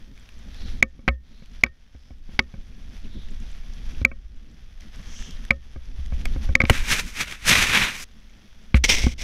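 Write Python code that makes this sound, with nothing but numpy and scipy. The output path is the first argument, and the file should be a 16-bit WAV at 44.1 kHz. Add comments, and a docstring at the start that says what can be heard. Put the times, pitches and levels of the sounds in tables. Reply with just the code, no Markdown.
"""A skier runs through deep powder with a camera on a pole. The snow hisses under the skis in each turn,
air buffets the microphone, the jacket swishes, gear ticks, and a loose joint clacks and rings the pole.
After about six and a half seconds the skier falls: the camera slams into the snow and crunches through it.
It lies buried for a moment, with little more than a faint background hiss and rumble to hear.
Near nine seconds it is pulled out, and snow scrapes off its housing and crackles."""
import sys
import numpy as np
from scipy import signal
from scipy.fft import rfft, irfft, next_fast_len
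from scipy.io import wavfile
from scipy.ndimage import uniform_filter1d, minimum_filter1d, map_coordinates

SR = 44100
rng = np.random.default_rng(int(sys.argv[2]) if len(sys.argv) > 2 else 0)


def waveform_to_disk(signal):
    """Save audio, clipped to [-1, 1], as 16-bit WAV at the path in sys.argv[1]."""
    frames = np.transpose(np.atleast_2d(signal))
    scaled = np.clip(frames, -1, 1) * 32767
    samples = np.round(scaled).astype(np.int16)
    wavfile.write(sys.argv[1], SR, samples)


N = 407078

TOP_HZ = 15700  # the camera cuts off sound above this pitch
# The tones at which pole and housing ring, the slow bending one first.
# Each row: pitch in Hz, level in dB, seconds to fade by 60 dB.
POLE_TONES = [(62.55, -7, 0.26), (232.5, 0.5, 0.075), (360, -16.5, 0.096), (534.5, -8.5, 0.11),
              (710, -0.5, 0.02), (1105, -6.5, 0.049), (1260, -9, .065), (1550, 6, 0.022),
              (1838, -23.5, 0.2), (2239, 8.5, 0.037), (2580, -6.5, 0.033)]
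# The bright fizz in crunching snow and small clicks. Each row: frequency in Hz, relative level in dB.
FIZZ_SPECTRUM = [(2500, -12), (4800, -0.5), (6000, 2), (7400, -4.5), (12000, -10.5), (15500, -22.5)]


def skis(crumbs_db=7.5, spray_db=-18, spray_grows=0.18, background_db=-58.5, dip_width_s=0.041):
    """Powder hisses under the skis in each turn, over a background hiss; crumbs and spray fly too."""
    # The skis dig in. Each row: peak time in seconds, rise and fall in seconds, hiss level in dB.
    turns = [(.69, 0.56, 0.79, -51.5), (1.549, 0.12, 0.57, -55), (2.351, 0.13, 0.45, -53.5),
             (2.952, 0.49, 0.36, -53.5), (3.898, 2.5, 0.69, -53), (5.2, 0.99, 1, -49.5), (6.5, 1.8, 1, -48)]
    # The skis go light between turns and the hiss dips. Each row: time in seconds, change in dB.
    lifts = [(.1, -5), (1.19, -10.5), (2.2, -5.5), (4.74, -3.5)]
    # The tone colours of powder and of fine spray. 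Each row: frequency in Hz, relative level in dB.
    powder_spectrum = [(240, -26), (400, -3.5), (700, -2.5), (1000, -5.5), (1740, -0.5), (2950, -3),
                       (3340, 0.5), (4010, -7), (5930, -5), (6940, -16.5), (11700, -58.5)]
    spray_spectrum = [(5000, -16.5), (11000, 1), (16000, -21.5)]
    t = np.arange(N) / SR
    clumps = amp(2.4 * wobble(34))
    digging = clumps * swells(*np.transpose(turns))
    lift_db = sum(db * bell_curve(t, when, dip_width_s) for when, db in lifts)
    # A faint steady background hiss is always there, even when the camera lies buried.
    level = amp(lift_db) * np.hypot(digging, amp(background_db))
    grains = snow_grains(powder_spectrum, per_second=900, snap_gain=0.83)
    spray_gain = amp(spray_db) * unit(level) ** spray_grows  # hard turns throw more spray
    spray = spray_gain * snow_grains(spray_spectrum, per_second=200, snap_gain=0.4)
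    return level * (grains + amp(crumbs_db) * crumbs() + spray)


def clacks(crack_fade_s=0.0025, edge_db=-29, kick_db=4):
    """The loose joint chatters against its stop and kicks the camera; pole and housing ring on."""
    # Hard contacts in the joint. Each row: start in seconds, chatter level in dB, chatter pitch in Hz,
    # crack level in dB, top of the crack in Hz, level of kick and ring in dB.
    contacts = [(0.8253, 17, 2230, 2.5, 7700, -7.5), (1.078, -3, 1960, -7, 6000, -9),
                (1.084, -0.5, 2230, -4, 4500, -11), (1.6354, 15.5, 2203, 4, 6800, -5),
                (1.6625, -27.5, 2290, -21, 5510, -24), (2.391, 3, 2245, 5, 5800, -12.5),
                (4.0482, 14.5, 2264, -3.5, 7600, -9), (4.1146, -33, 2250, -48, 3000, -26.5),
                (5.506, 8, 2204, 0, 5200, -8.5), (6.254, -16.5, 2290, -18.5, 14000, -31.5),
                (6.5518, 17.5, 2175, 4.5, 7300, -8.5), (6.6028, 7.5, 2230, -7, 5500, -5.5),
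                (6.6154, 2, 2130, -1.5, 6500, -18), (6.6515, -7, 2380, -8.5, 6000, -23),
                (8.743, -6, 2195, -4.5, 4500, -39)]
    # The tone colour of the crack. Each row: frequency in Hz, relative level in dB.
    crack_spectrum = [(200, -1.5), (2000, 10.5), (5000, 1), (15000, -12.5)]
    out, t = np.zeros(N), np.arange(SR // 3) / SR
    touch = bell_curve(t, middle=0.0029, width=0.00079)
    kick = amp(kick_db) * push(t, peak_s=0.0012)
    grit = noise(crack_spectrum)
    for start, chatter_db, hz, crack_db, top_hz, ring_db in contacts:
        drift = 0.041 * np.cumsum(rng.standard_normal(len(t)))  # the chatter is not a pure tone
        chatter = amp(chatter_db) * touch * np.sin(2 * np.pi * hz * t + drift)
        edge = burst(grit, t, crack_fade_s)
        low_pass = signal.butter(10, min(top_hz, TOP_HZ), fs=SR, output="sos")
        crack = signal.sosfilt(low_pass, edge) + amp(edge_db) * edge
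        ring = pole_ring(t, dull_above_hz=7040, attack_s=0.00089)
        add(out, start, chatter + amp(crack_db) * crack + amp(ring_db) * (kick + ring))
    return out


def jolts(ring_db=-6, grip_s=0.05):
    """Soft blows through the arm give a dull push and a thud, and set the pole bending to and fro."""
    # The soft blows. Each row: start in seconds, level of push and thud in dB, bending level in dB.
    blows = [(0.992, -22.5, -48), (1.086, -17, -6), (1.422, -30, -40.5), (1.949, -29, -27),
             (2.106, -29, -27.5), (2.291, -29, -32.5), (2.54, -18.5, -25.5), (4.015, -21, -19),
             (5.76, -19, -20.5), (5.989, -29, -17), (6.122, -18.5, -16.5), (6.361, -17.5, -16),
             (6.49, -13, -10), (6.638, 4.5, -17), (6.705, 9.5, -20), (8.743, 1.5, 1.5), (9.039, -12, -6),
             (9.067, -2.5, -19)]
    out, t = np.zeros(N), np.arange(SR // 2) / SR
    bend_hz, _, bend_fade_s = POLE_TONES[0]
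    bending = np.sin(2 * np.pi * bend_hz * t) * amp(-60 * t / bend_fade_s)
    for start, db, bend_db in blows:
        ring = pole_ring(t, dull_above_hz=586, attack_s=0.0012)
        thud = amp(ring_db) * ring * np.exp(-t / grip_s)  # the grip damps the ring
        add(out, start, amp(db) * (thud - push(t, peak_s=0.0015)) + amp(bend_db) * bending)
    return out


def pole_ring(t, dull_above_hz, attack_s, detune=0.023, rattle=0.32):
    """Pole and housing ring a little differently at each blow; a soft blow misses the high tones."""
    hz, db, fade_s = np.transpose(POLE_TONES)[:, :, None]
    strength = amp(db + 2 * rng.standard_normal(db.shape)) / (1 + (hz / dull_above_hz) ** 2)
    hz = hz * (1 + detune * rng.uniform(-0.83, 1, hz.shape))
    looseness = uniform_filter1d(rng.standard_normal((len(hz), len(t))), size=100, axis=1)
    slip = rattle * np.cumsum(looseness, axis=1) / np.sqrt(fade_s * SR)  # the joint roughens each tone
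    waves = np.sin(2 * np.pi * (hz * t + slip + rng.random(hz.shape)))
    tones = strength * amp(-60 * t / fade_s) * waves
    return tones.sum(0) * (1 - np.exp(-t / attack_s))


def crash():
    """The camera slams into the snow, which gives way and packs in short, thick crunches."""
    # The slams. Each row: start in seconds, level in dB, fade time in seconds.
    slams = [(6.638, -12, 0.0028), (6.697, 10, 0.0049)]
    # The tone colour of snow being packed. Each row: frequency in Hz, relative level in dB.
    packing_spectrum = [(300, 7.5), (730, 3), (1100, -0.5), (2400, 3.5), (4000, -10.5), (15500, -22.5)]
    out, t = np.zeros(N), np.arange(SR // 10) / SR
    packing = noise(packing_spectrum)
    for start, db, fade_s in slams:
        add(out, start, amp(db) * burst(packing, t, fade_s))
    return out


def ploughing(stop_s=0.0039):
    """Snow grinds over the moving camera in lumpy shoves, then scrapes off it on the way out."""
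    # The housing shoves through snow.
    # Each row: peak time in seconds, rise and fall in seconds, crunch level in dB, fizz level in dB.
    shoves = [(6.755, 0.093, 0.11, -16.5, -24), (6.923, 0.074, 0.073, -9.5, -14.5),
              (6.999, 0.052, 0.023, -15.5, -20.5), (7.07, 0.11, 0.21, -36, -38),
              (7.214, 0.071, 0.037, -18, -24), (7.315, 0.12, 0.077, -29.5, -37.5),
              (7.495, 0.029, 0.027, -7.5, -9.5), (7.524, 0.07, 0.3, -11.5, -20),
              (7.626, 0.12, 0.066, -15.5, -22.5), (7.751, 0.076, 0.14, -11, -22),
              (7.839, 0.1126, 0.1, -17, -29), (8.031, 0.29, .4, -41, -37.5),
              (8.774, 0.088, 0.014, -26, -36)]
    # The camera moves against the snow only in these spans. Each row: start and end in seconds.
    drags = [(6.66, 8.044), (8.75, 9.143), (9.178, 9.3)]
    # Snow slides off. Each row: peak time in seconds, rise and fall in seconds, level in dB.
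    slides = [(8.841, 0.0027, 0.026, -5.5), (8.895, 0.011, 0.082, -7), (8.989, 0.056, 0.15, -20),
              (9.222, 0.075, 0.11, -27.5)]
    # The tone colours of crunching snow and of sliding snow that makes the housing ring.
    # Each row: frequency in Hz, relative level in dB.
    crunch_spectrum = [(90, -2.5), (220, -3.5), (320, -11), (700, -13.5), (1750, -0.5), (2340, 2.5),
                       (2900, -3.5), (3900, -6), (5000, -22), (9000, -49.5)]
    scrape_spectrum = [(500, -8), (1250, -15), (1850, -7), (2150, 5), (2600, -3), (3400, -2), (4500, -9),
                       (5700, 0), (7000, -13), (15500, -32)]
    t = np.arange(N) / SR
    peak, rise, fall, crunch_db, fizz_db = np.transpose(shoves)
    moving = sum(np.clip(np.minimum(t - start, end - t) / stop_s, 0, 1) for start, end in drags)
    lumps = amp(1.2 * wobble(54) + 1.34 * wobble(260))
    crunch = snow_grains(crunch_spectrum, per_second=3000, snap_gain=0.77)
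    crunch *= swells(peak, rise, fall, crunch_db)
    fizz = snow_grains(FIZZ_SPECTRUM, per_second=4700, snap_gain=0.6)
    fizz *= swells(peak, rise, fall, fizz_db)
    scrape = snow_grains(scrape_spectrum, per_second=2300, snap_gain=0.63)
    scrape *= swells(*np.transpose(slides))
    return moving * lumps * (crunch + fizz + scrape)


def snow_grains(spectrum, per_second, snap_gain):
    """Snow grains break: tiny snaps of uneven size over the blur of countless smaller ones."""
    sizes = amp(5 * np.minimum(rng.exponential(size=N), 3)) * rng.choice([-1, 1], N)
    snaps = unit(sizes * (rng.random(N) < per_second / SR))
    return coloured(snap_gain * snaps + rng.standard_normal(N), spectrum)


def buffeting(shudder_db=-30, shudder_grows=0.66):
    """Air rumbles on the microphone in the turns, handling after the fall; the pole shudders too."""
    # How strong the rumble is. Each row: time in seconds, level in dB.
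    rumble_levels = [(.3, -41.5), (.72, -26.5), (1.25, -41.5), (1.6, -34), (2, -42.5), (2.35, -31.5),
                     (2.7, -32), (3.45, -29.5), (3.62, -33.5), (4, -25), (4.7, -36.5), (5.35, -30),
                     (5.7, -31.5), (6.45, -19), (6.8, -10.5), (7.12, -31.5), (7.4, -38), (7.52, -25.5),
                     (7.85, -34.5), (8.1, -43), (8.68, -43.5), (8.86, -16.5), (9.05, -18.5), (9.17, -28.5)]
    # The tone colours of rumble and shudder. Each row: frequency in Hz, relative level in dB.
    rumble_spectrum = [(25, 9.5), (44, 2), (61, 1.5), (80, -9), (130, -20), (1300, -93)]
    shudder_spectrum = [(70, -5.5), (230, 2.5), (310, -9), (540, -19.5), (4500, -82)]
    times, db = np.transpose(rumble_levels)
    level = amp(np.interp(np.arange(N) / SR, times, db))
    shudder = level ** shudder_grows * amp(shudder_db + 5 * wobble(24)) * noise(shudder_spectrum)
    return level * noise(rumble_spectrum) + shudder


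def jacket_swishes(width_s=0.081, relative_band=0.17):
    """Jacket and sleeve fabric swishes swell and fade, each in its own band of hiss."""
    # The fabric rubs. Each row: peak time in seconds, level in dB, middle of the band in Hz.
    rubs = [(0.651, -53, 4010), (1.379, -60.5, 4030), (2.039, -64, 5100), (3.19, -55, 3620),
            (5.19, -47, 5900), (5.24, -48, 3110)]
    out, t = np.zeros(N), np.arange(SR // 2) / SR
    middle, sharpness = t[-1] / 2, 1 / relative_band
    for peak, db, hz in rubs:
        hiss = signal.lfilter(*signal.iirpeak(hz, sharpness, SR), rng.standard_normal(len(t)))
        hiss = signal.lfilter(*signal.iirpeak(hz, sharpness / 2, SR), hiss)
        add(out, peak - middle, amp(db) * unit(hiss) * bell_curve(t, middle, width_s))
    return out


def crumbs(count=240, middle_hz=3900, size_spread=3.5):
    """Crumbs of snow patter on the jacket, each with its own pitch and size."""
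    out = np.zeros(N)
    for when, smallness, tone in rng.random((count, 3)):
        db = -size_spread * np.log(smallness + 0.027)
        hz = middle_hz * 2 ** (2 * tone - 1)  # up to an octave either way
        add(out, when * N / SR, amp(db) * tick(hz, cycles=2.9))
    return out


def dry_ticks(middle_hz=3400, click_db=4, click_fade_s=0.00093):
    """Gear taps while skiing and snow crackles at the end; each is a click and a few short rings."""
    # The small dry ticks. Each row: start in seconds, level in dB.
    ticks = [(.177, -47), (0.29, -42.5), (.545, -43.5), (1.459, -44), (3.286, -46), (4.8073, -39.5),
             (5.224, -37), (5.309, -35.5), (5.4508, -37), (6.061, -38), (9.221, -27.5)]
    out, t = np.zeros(N), np.arange(SR // 50) / SR
    grit = noise(FIZZ_SPECTRUM)
    for start, db in ticks:
        octaves = rng.uniform(-1.075, 1, size=5)
        rings = sum(tick(middle_hz * 2 ** octave, cycles=3.5) for octave in octaves)
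        click = amp(click_db) * burst(grit, t, click_fade_s)
        add(out, start, amp(db) * (rings + click))
    return out


def electronics(whine_hz=11719, whine_db=-85, hiss_db=-77):
    """The camera's own circuits add a thin whine over an even hiss."""
    whine = amp(whine_db) * np.sin(2 * np.pi * whine_hz * np.arange(N) / SR)
    return whine + amp(hiss_db) * rng.standard_normal(N)


def tick(hz, cycles):
    """A tiny ring that dies away within a few vibrations."""
    t = np.arange(SR // 50) / SR
    return np.sin(2 * np.pi * hz * t) * np.exp(-t * hz / cycles) * (1 - np.exp(-2 * t * hz))


def burst(source, t, fade_s, attack_s=0.00096):
    """A random piece of a noise that starts fast and dies away."""
    piece = np.roll(source, rng.integers(N))[:len(t)]
    return piece * (1 - np.exp(-(t / attack_s) ** 2)) * np.exp(-t / fade_s)


def push(t, peak_s):
    """One smooth shove of pressure."""
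    return (t / peak_s * np.exp(1 - t / peak_s)) ** 2


def swells(peak, rise, fall, db):
    """The gain of overlapping swells; each climbs 20 dB during its rise and sinks 20 dB in its fall."""
    t = np.linspace(0, N / SR, 8192)[:, None]
    each = amp(db - 20 * np.maximum((peak - t) / rise, (t - peak) / fall))
    return np.interp(np.arange(N) / SR, t[:, 0], np.linalg.norm(each, axis=1))


def bell_curve(t, middle, width):
    """A smooth hump of height 1; middle and width are in seconds."""
    return np.exp(-.5 * ((t - middle) / width) ** 2)


def wobble(per_second):
    """A smooth curve through this many random points a second."""
    points = rng.standard_normal(int(N * per_second / SR) + 4)
    return map_coordinates(points, [np.arange(N) * per_second / SR])


def noise(spectrum):
    """Steady noise with the given tone colour."""
    return coloured(rng.standard_normal(N), spectrum)


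def coloured(x, spectrum):
    """Give x the tone colour drawn by (Hz, dB) points, at an average strength of 1."""
    size = next_fast_len(N + 8192)
    hz, db = np.transpose(spectrum)
    gain = amp(np.interp(np.log(np.fft.rfftfreq(size, 1 / SR) + 1), np.log(hz), db))
    return unit(irfft(rfft(x, size) * gain, size)[:N])


def unit(x):
    """Scale to an average strength (rms) of 1."""
    return x / np.sqrt(np.mean(x ** 2) + 1e-20)


def amp(db):
    """Turn decibels into a gain to multiply by."""
    return 10 ** (np.asarray(db) / 20)


def add(track, start_s, sound):
    """Mix a sound into the track at the given time."""
    part = track[max(round(start_s * SR), 0):][:len(sound)]
    part += sound[:len(part)]


def scene():
    """Everything as heard at the end of the pole, in one channel."""
    movement = skis() + jacket_swishes() + dry_ticks() + buffeting()
    fall = crash() + ploughing()
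    pole = clacks() + jolts()
    return (movement + fall + pole + electronics())[None]


def record(dry, threshold_db=-6, recover_s=0.48, squeeze=0.59, hardness=4, round_off_db=1.9):
    """The camera turns down just before loud blows, recovers slowly, clips peaks and cuts the top."""
    over_db = np.maximum(20 * np.log10(np.abs(dry[0]) + 1e-9) - threshold_db, 0)
    ahead_db = -minimum_filter1d(-over_db, size=1300)  # the biggest overshoot nearby
    fade = np.exp(-np.arange(N) / SR / recover_s)
    held_db = uniform_filter1d(np.maximum.accumulate(ahead_db / fade) * fade, size=128)
    turned_down = dry * amp(-squeeze * held_db)
    rounded = turned_down / (1 + np.abs(turned_down / amp(round_off_db)) ** hardness) ** (1 / hardness)
    clipped = np.clip(rounded, -1, 1)
    size = next_fast_len(N + 8192)
    low_pass = 1 / (1 + (np.fft.rfftfreq(size, 1 / SR) / TOP_HZ) ** 200)
    return irfft(rfft(clipped, size) * low_pass, size)[:, :N]


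dry = scene()
out = record(dry)
waveform_to_disk(out)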